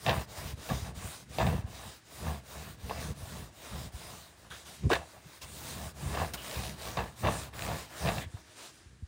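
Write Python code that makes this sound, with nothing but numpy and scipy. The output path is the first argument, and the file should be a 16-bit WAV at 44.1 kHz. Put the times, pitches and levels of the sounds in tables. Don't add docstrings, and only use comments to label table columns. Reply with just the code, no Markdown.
import sys
import numpy as np
from scipy import signal
from scipy.fft import rfft, irfft
from scipy.io import wavfile
from scipy.ndimage import uniform_filter1d

SR = 44100
rng = np.random.default_rng(int(sys.argv[2]) if len(sys.argv) > 2 else 0)


def to_wav(sig):
    pcm = np.clip(np.atleast_2d(sig), -1, 1) * 32767
    pcm = np.round(pcm).astype(np.int16)
    wavfile.write(sys.argv[1], SR, pcm.T)


def decibels_to_gain(level_db):
    exponent = np.asarray(level_db, float) / 20
    return 10 ** exponent


N = 399987
T = np.arange(N) / SR

# (start [s], length [s], fibre hiss at mid-stroke [dB], growth over the stroke [dB])
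STROKES = [(-0.02, 0.279, -46.9, 2.3), (0.271, 0.283, -50.0, 3.1), (0.55, 0.378, -50.0, 1.1),
           (0.942, 0.312, -50.7, -4.9), (1.284, 0.346, -50.1, 0.6), (1.658, 0.352, -53.6, -3.0),
           (2.034, 0.377, -53.2, 3.7), (2.431, 0.334, -52.8, -0.3), (2.765, 0.377, -51.0, 13.8),
           (3.137, 0.372, -53.3, -2.3), (3.511, 0.391, -52.5, 13.1), (3.915, 0.554, -60.0, -30.1),
           (5.37, 0.56, -49.8, 12.2), (5.937, 0.387, -48.2, 4.8), (6.302, 0.477, -47.1, 3.2),
           (6.756, 0.43, -51.7, -19.6), (7.154, 0.349, -47.5, -0.8), (7.526, 0.362, -47.1, -4.0),
           (7.866, 0.391, -47.1, 6.7)]
# (start [s], length [s], fibre hiss at mid-move [dB], growth over the move [dB])
FOLDS = [(4.363, 0.154, -66.2, -4.1), (4.498, 0.238, -58.7, -26.3), (4.649, 0.336, -59.6, -29.3),
         (4.893, 0.11, -47.0, -16.0), (4.92, 0.434, -63.9, -20.2), (5.21, 0.185, -61.7, 15.6),
         (5.411, 0.055, -53.0, -10.0), (6.335, 0.043, -48.9, -37.2), (8.243, 0.181, -66.0, 21.0),
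         (8.38, 0.194, -65.5, 11.2), (8.553, 0.166, -54.1, 1.4), (8.7, 0.18, -66.8, -10.4)]
# (peak [s], rise [s per 20 dB], fall [s per 20 dB], sheet rattle
# [dB], frame rumble [dB])
LEANS = [(0.084, 0.026, 0.144, -27.0, -27.3), (0.462, 0.11, 0.154, -63.8, -37.4),
         (0.702, 0.011, 0.093, -33.3, -26.5), (0.886, 0.187, 0.181, -47.5, -39.5),
         (1.054, 0.085, 0.059, -46.6, -42.3), (1.401, 0.017, 0.236, -30.8, -28.9),
         (1.53, 0.247, 0.088, -52.0, -30.2), (1.861, 0.358, 0.051, -50.7, -46.4),
         (2.276, 0.104, 0.135, -37.5, -31.6), (2.56, 0.082, 0.356, -50.3, -44.4),
         (2.9, 0.008, 0.16, -40.9, -50.8), (3.042, 0.371, 0.209, -47.9, -37.0),
         (3.351, 0.406, 0.317, -50.6, -44.6), (3.73, 0.054, 0.266, -48.0, -38.6),
         (4.123, 0.383, 0.223, -52.7, -51.2), (5.862, 0.344, 0.071, -45.6, -40.5),
         (6.051, 0.199, 0.127, -52.4, -36.8), (6.209, 0.179, 0.115, -32.6, -32.6),
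         (6.568, 0.036, 0.286, -45.6, -37.4), (6.877, 0.108, 0.199, -43.8, -40.3),
         (6.974, 0.009, 0.128, -30.6, -31.1), (7.246, 0.021, 0.175, -29.4, -28.3),
         (7.724, 0.221, 0.102, -36.5, -35.6), (8.07, 0.061, 0.155, -30.2, -28.5),
         (0.388, 0.056, 0.1, -60.4, -45.5), (1.669, 0.059, 0.028, -62.7, -44.5),
        (4.441, 0.321, 0.384, -56.9, -51.5), (4.719, 0.122, 0.108, -58.1, -55.1),
        (4.85, 0.043, 0.05, -51.4, -25.2), (4.912, 0.016, 0.116, -28.0, -36.6),
        (5.14, 0.024, 0.174, -49.7, -56.0), (5.251, 0.023, 0.038, -60.0, -46.9),
        (5.442, 0.021, 0.09, -65.4, -49.0), (6.36, 0.029, 0.052, -46.6, -48.8),
        (7.567, 0.052, 0.107, -53.3, -43.8), (8.282, 0.134, 0.031, -65.9, -48.0),
        (8.369, 0.067, 0.162, -56.0, -56.9), (8.911, 0.043, 0.135, -72.0, -44.4),
        (9.008, 0.105, 0.098, -80.0, -53.6)]
# (time [s], rate [ridges per s], unevenness [0-1])
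RIDGES = [(0, 70, .74), (1.0, 58, .8), (1.5, 64, .73), (1.75, 54, .72), (2.15, 69, .6), (2.27, 80, .39),
          (2.46, 67, .72), (4.4, 58, .78), (4.85, 73, .73), (5.2, 60, .82), (5.96, 83, .76),
          (6.93, 56, .72), (7.36, 70, .75), (8.44, 57, .77), (9.07, 66, .72)]
# (time [s], peak [dB], brightness [dB])
KNOCKS = [(.064, -14.5, -13), (.079, -20, -14), (.094, -13, -11), (.109, -22, -9.5), (.691, -20, -18),
          (.709, -22, -24), (1.385, -14, -16), (1.402, -13, -21), (1.419, -27, -13), (1.467, -18, -16),
          (2.896, -23.5, -14), (2.91, -18, -29), (4.902, -12.5, -22), (4.917, -17, -12), (4.932, -14, -8),
          (4.954, -17, -13), (6.149, -24, -14), (6.174, -18, -24), (6.217, -19, -22), (6.971, -18.5, -16),
          (7.238, -20, -28), (7.255, -17, -18.5), (7.271, -21, -9.5), (7.286, -12, -24), (7.537, -44, -4),
          (7.688, -19, -19), (8.06, -30, -4), (8.074, -26, -7.5), (8.088, -15, -12.5), (8.183, -26.5, -8)]
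# (time [s], peak [dB], pitch [Hz])
THUDS = [(0.075, -22, 126.8), (0.379, -34, 78.1), (0.446, -27, 69.5), (0.53, -29.5, 94),
         (0.82, -25.5, 83.4), (0.965, -30, 78.6), (1.044, -28, 80.7), (1.431, -29, 127), (1.583, -24, 108),
         (1.639, -24.5, 90), (1.732, -38, 97), (2.833, -26.5, 72.8), (3.223, -28, 79.6), (3.725, -33, 69.6),
         (3.938, -29.5, 67.7), (4.837, -23, 145), (4.862, -25, 120.5), (5.433, -40, 78.1),
         (6.029, -26, 138), (6.054, -27, 80.5), (6.171, -33, 78.8), (6.562, -31, 124.3),
         (6.978, -26, 118.7), (7.245, -27, 121.6), (7.615, -31, 99.45), (8.05, -26, 128.3),
         (8.259, -29.5, 86.1), (8.339, -28, 100.3), (8.859, -40.5, 74.8), (9.024, -27.5, 78.6)]
# (time [s], peak [dB], centre [Hz], width [Hz], hold [s])
SNAPS = [
    (4.508, -47.5, 1472, 797, 0.052),
    (4.504, -51, 3290, 700, 0.064),
    (4.902, -25.5, 359.8, 200, 0.031),
    (4.915, -30, 1672, 600, 0.034),
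    (5.414, -52.5, 2700, 600, 0.034),
    (5.416, -49, 4970, 3970, 0.029),
    (6.335, -41, 4850, 5010, .018),
    (6.373, -48.5, 2914, 700, .06),
    (8.208, -47.5, 1897, 793, 0.047),
    (8.204, -50, 3400, 900, .048),
]
# (first tick [s], last tick [s], first gap [ms], last gap [ms], level [dB], centre [Hz])
HEM = [
    (6.446, 6.695, 16.8, 14.3, -38, 2840),
    (6.822, 6.92, 11, 9.6, -41.5, 3897),
    (7.593, 7.7, 14.8, 13.3, -34, 1998),
]
# (time [s], topmost band against the hiss [dB])
SHINE = [
    (0, 1.5),
    (4.16, 1.5),
    (4.28, 0),
    (4.9, -7),
    (5.28, -2),
    (5.48, 0.5),
    (6.9, 0.5),
    (8.22, 1.5),
    (8.32, -4.5),
    (9.07, -4),
]
# (frequency [Hz], density [dB per Hz])
HISS = [(150, -24), (250, -5), (547, -5.5), (651, -5), (802, -6.5), (1080, -5.5), (1220, -6.5),
        (1760, -8.5), (3230, -10), (3910, -9.5), (6470, -13.5), (9490, -10), (11300, -22), (15200, -13),
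        (16000, -18)]
# (centre [Hz], width [Hz], level [dB])
ZINC = [(628, 45, 0), (3810, 130, -7), (4960, 170, -9), (5910, 150, -10), (6740, 360, -10), (7620, 45, -11)]
# (frequency [Hz], density [dB per Hz])
RATTLE = [(180, -40.5), (300, -4), (734, -2), (1130, -1), (1360, -10), (1660, -9), (2410, -13), (2730, -13),
          (3180, -19), (3770, -17.5), (4610, -24.5), (12000, -58), (15600, -32), (22000, -120)]
# (centre [Hz], width [Hz], level [dB])
SHEET = [(673, 410, 0), (1147, 15, -4), (1717, 330, -8), (2670, 150, -9), (3240, 21, -15), (3610, 150, -14),
         (4500, 38, -20), (4630, 54, -22), (4830, 180, -21), (5600, 31, -24), (5910, 390, -23)]
# (frequency [Hz], density [dB per Hz])
RUMBLE = [(15, -26), (25, -25), (49, -10.5), (70, 0), (92, -4), (124, -3.5), (170, -4.5), (235, -11.5),
          (307, -22), (500, -18), (650, -60), (1100, -120)]
# (frequency [Hz], density [dB per Hz])
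AIR = [(24, -26), (40, -4), (95, 8), (233, -6), (340, 1.5), (461, -12), (1000, -13), (1680, -6),
       (2030, -11), (9330, -17.5), (11000, -27), (14300, -58), (22000, -120)]

AIR_DB = -62
LULL_S, LULL_LENGTH_S, LULL_DB = 8.85, .15, -6
STROKE_POWER, FOLD_POWER, STILL_DB = .83, .56, -80
GLIDE_RATTLE_DB, GLIDE_RUMBLE_DB, FOLD_RUMBLE_DB = -0.9, -3.5, -12
FRAME_LAG_S, FRAME_RISE_S, FRAME_FALL = .01, .026, 1.1
SLOW_DB, SHEET_STILLS, FRAME_STILLS = -56.4, .28, .26
KNOCK_T60_S = .049


def noise():
    return rng.standard_normal(N)


def level(x, db):
    return x * decibels_to_gain(db) / np.sqrt(np.mean(x ** 2))


def colour(x, points):
    size = 8192
    hz, db = np.transpose(points)
    bins_hz = np.arange(size // 2 + 1) * SR / size
    gain = np.interp(np.log(bins_hz + 1), np.log(hz), db) * np.log(10) / 20
    cep = irfft(gain)
    cep[1:size // 2] *= 2
    cep[size // 2 + 1:] = 0
    impulse = irfft(np.exp(rfft(cep)))[:size // 2]
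    return signal.fftconvolve(x, impulse)[:N]


def ring(x, hz, width):
    return signal.lfilter(*signal.iirpeak(hz, hz / width, SR), x)


def walk(rate):
    k = int(SR / rate)
    steps = np.repeat(rng.standard_normal(N // k + 1), k)
    return 1.3 * uniform_filter1d(uniform_filter1d(steps, k), k)[:N]


def along(table):
    s, *columns = np.transpose(table)
    return [np.interp(T, s, c) for c in columns]


def bursts(times, db, t60):
    out, t = np.zeros(N + SR), T[:SR // 4]
    for s, gain, ring_s in zip(times, decibels_to_gain(db), t60):
        i = int(s * SR)
        out[i:i + len(t)] += gain * np.exp(-np.log(1000) * t / max(ring_s, .01))
    return out[:N]


def add_db(*levels):
    return 10 * np.log10(sum(decibels_to_gain(2 * db) for db in levels))


def air():
    lull_db = LULL_DB * np.clip((T - LULL_S) / LULL_LENGTH_S, 0, 1)
    return level(colour(noise(), AIR), AIR_DB) * decibels_to_gain(0.84 * walk(1.5) + lull_db)


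def sliding(moves, power):
    total = decibels_to_gain(2 * STILL_DB)
    for s, length, db, growth_db in moves:
        share = np.clip((T - s) / length, 0, 1)
        speed = np.abs(np.sin(np.pi * share))
        total = total + decibels_to_gain(2 * (db + growth_db * (share - .5))) * speed ** (2 * power)
    return 10 * np.log10(total)


def ridges():
    hz, uneven = along(RIDGES)
    uneven = np.clip(uneven, 0, 1)
    turns = np.cumsum(hz * np.exp(.25 * uneven ** 2 * walk(45))) / SR
    bump_db = 2.4 * uneven * rng.standard_normal(N // 100)[turns.astype(int)]
    return turns % 1, bump_db, uneven


def fibres(phase, db):
    ticks = (rng.random(N) < 1500 / SR) * decibels_to_gain(1.0 * rng.exponential(size=N)) * noise()
    x = colour(noise() + level(ticks, -9), HISS) * (1 + 0.12 * np.exp(-phase / .3))
    x = x + decibels_to_gain(-6.0) * sum(ring(x, hz, width) * decibels_to_gain(2.7 * walk(9)) for hz, width, _ in ZINC)
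    patches_hz = np.geomspace(500, 15000, num=20)
    x = x + sum(ring(x, hz, 0.14 * hz) * (decibels_to_gain(2.23 * walk(22)) - 1) for hz in patches_hz)
    low = signal.sosfiltfilt(signal.butter(1, 2600, fs=SR, output="sos"), x)
    top = signal.sosfiltfilt(signal.butter(4, 11800, "high", fs=SR, output="sos"), x)
    shine_db = along(SHINE)[0]
    top_db = shine_db + 0.1 * (db + 53) + 1.1 * walk(5.6)
    low_db = .4 * shine_db + 1.4 * walk(14)
    x = x + low * (decibels_to_gain(low_db) - 1) + top * (decibels_to_gain(top_db) - 1)
    return level(x, 2.3) * decibels_to_gain(0.88 * (db + 57) - 54 + 1.0 * walk(30))


def leaning():
    def tent(s, rise, fall, db):
        return db - 20 * np.maximum((s - T) / rise, (T - s) / fall)

    rattles, rumbles = [], []
    for s, rise, fall, rattle_db, rumble_db in LEANS:
        rattles.append(tent(s, rise, fall, rattle_db))
        slow_rise = np.hypot(rise, FRAME_RISE_S)
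        rumbles.append(tent(s + FRAME_LAG_S, slow_rise, FRAME_FALL * fall, rumble_db))
    return add_db(*rattles), add_db(*rumbles)


def sheet(x, ring_db):
    x = colour(x, RATTLE)
    modes = sum(decibels_to_gain(0.17 * db) * ring(x, hz, 0.39 * width) for hz, width, db in SHEET)
    return x + decibels_to_gain(ring_db) * modes


def rattle(phase, bump_db, db, hiss_db):
    shake = noise() * decibels_to_gain(bump_db) * (0.58 + np.exp(-phase / 0.54))
    over = np.sqrt(np.clip(decibels_to_gain(2 * db) - decibels_to_gain(2 * (hiss_db - 1.0)), 1e-12, 1))
    return level(sheet(shake, 1.5), -0.43) * over


def frame(phase, bump_db, uneven, db):
    push = colour(decibels_to_gain(0.37 * bump_db) * np.exp(-phase / 0.079), RUMBLE)
    blur = colour(noise() * decibels_to_gain(3.5 * walk(25)), RUMBLE)
    share = np.clip(1.07 * uneven - .2, 0, 1)
    out = decibels_to_gain(db) * (np.sqrt(1 - share) * level(push, -0.34) + np.sqrt(share) * level(blur, -0.18))
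    t = T[:SR // 10]
    swing = t / 0.0049 * np.exp(1 - t / 0.0054)
    for s, peak_db, hz in THUDS:
        i = int(s * SR)
        overtone = 0.2 * np.sin(2 * np.pi * 2.29 * hz * t) * np.exp(-t / 0.016)
        thud = decibels_to_gain(peak_db - 4.0) * (np.sin(2 * np.pi * hz * t) + overtone) * swing
        out[i:i + len(t)] += thud[:N - i]
    return out


def knocks():
    s, db, bright_db = np.transpose(KNOCKS)
    t60 = np.full(len(s), KNOCK_T60_S)
    grit = np.sign(noise())
    unit = np.std(sheet(grit, 11.2))
    grit[(s * SR).astype(int)] = 8.6
    dull = sheet(grit * bursts(s, db, t60), 0.83) / unit
    bright = sheet(grit * bursts(s, db + bright_db, t60), 2.0) / unit
    split_hz = 1900
    dull = signal.sosfilt(signal.butter(2, [400, split_hz], "band", fs=SR, output="sos"), dull)
    bright = signal.sosfilt(signal.butter(2, split_hz, "high", fs=SR, output="sos"), bright)
    return decibels_to_gain(-6.0) * dull + decibels_to_gain(14.5) * bright


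def snaps():
    out = np.zeros(N)
    for s, db, hz, width, hold in SNAPS:
        attack = np.clip((T - s) * hz / 6.0, 0, 1)
        fade = np.exp(-(np.maximum(T - s, 0) / hold) ** 3)
        out += level(ring(ring(noise(), hz, width), hz, width), db) * attack * fade
    return out


def hem():
    out = np.zeros(N)
    for start, end, gap_ms, last_ms, db, hz in HEM:
        count = 1 + int((end - start) / (gap_ms + last_ms) * 2000)
        gaps_ms = np.linspace(gap_ms, last_ms, count - 1)
        times = start + np.cumsum(np.r_[0, gaps_ms]) / 1000
        ticks_db = db + 1.58 * rng.standard_normal(32)[:count]
        out += level(ring(noise(), hz, 0.71 * hz), 0) * bursts(times, ticks_db, np.full(count, .009))
    return out


def scene():
    scrub_db = sliding(STROKES, STROKE_POWER)
    fold_db = sliding(FOLDS, FOLD_POWER)
    hiss_db = add_db(scrub_db, fold_db)
    slow_db = np.minimum(hiss_db - SLOW_DB, 0)
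    rattle_db, rumble_db = leaning()
    rattle_db = add_db(rattle_db + SHEET_STILLS * slow_db, hiss_db + GLIDE_RATTLE_DB)
    rumble_db = add_db(rumble_db + FRAME_STILLS * slow_db,
                       scrub_db + GLIDE_RUMBLE_DB, fold_db + FOLD_RUMBLE_DB)
    phase, bump_db, uneven = ridges()
    board = rattle(phase, bump_db, rattle_db, hiss_db) + frame(phase, bump_db, uneven, rumble_db) + knocks()
    cloth = fibres(phase, hiss_db) + snaps() + hem()
    return (air() + cloth + board)[None]


def band_limit(x):
    return signal.sosfilt(signal.butter(12, 16500, fs=SR, output="sos"), x)


def record(dry):
    x = signal.sosfilt(signal.butter(5, 44, "high", fs=SR, output="sos"), dry)
    x = signal.sosfilt(signal.ellip(10, .2, 80, 15750, fs=SR, output="sos"), x)
    return band_limit(x)


dry = scene()
out = record(dry)
to_wav(out)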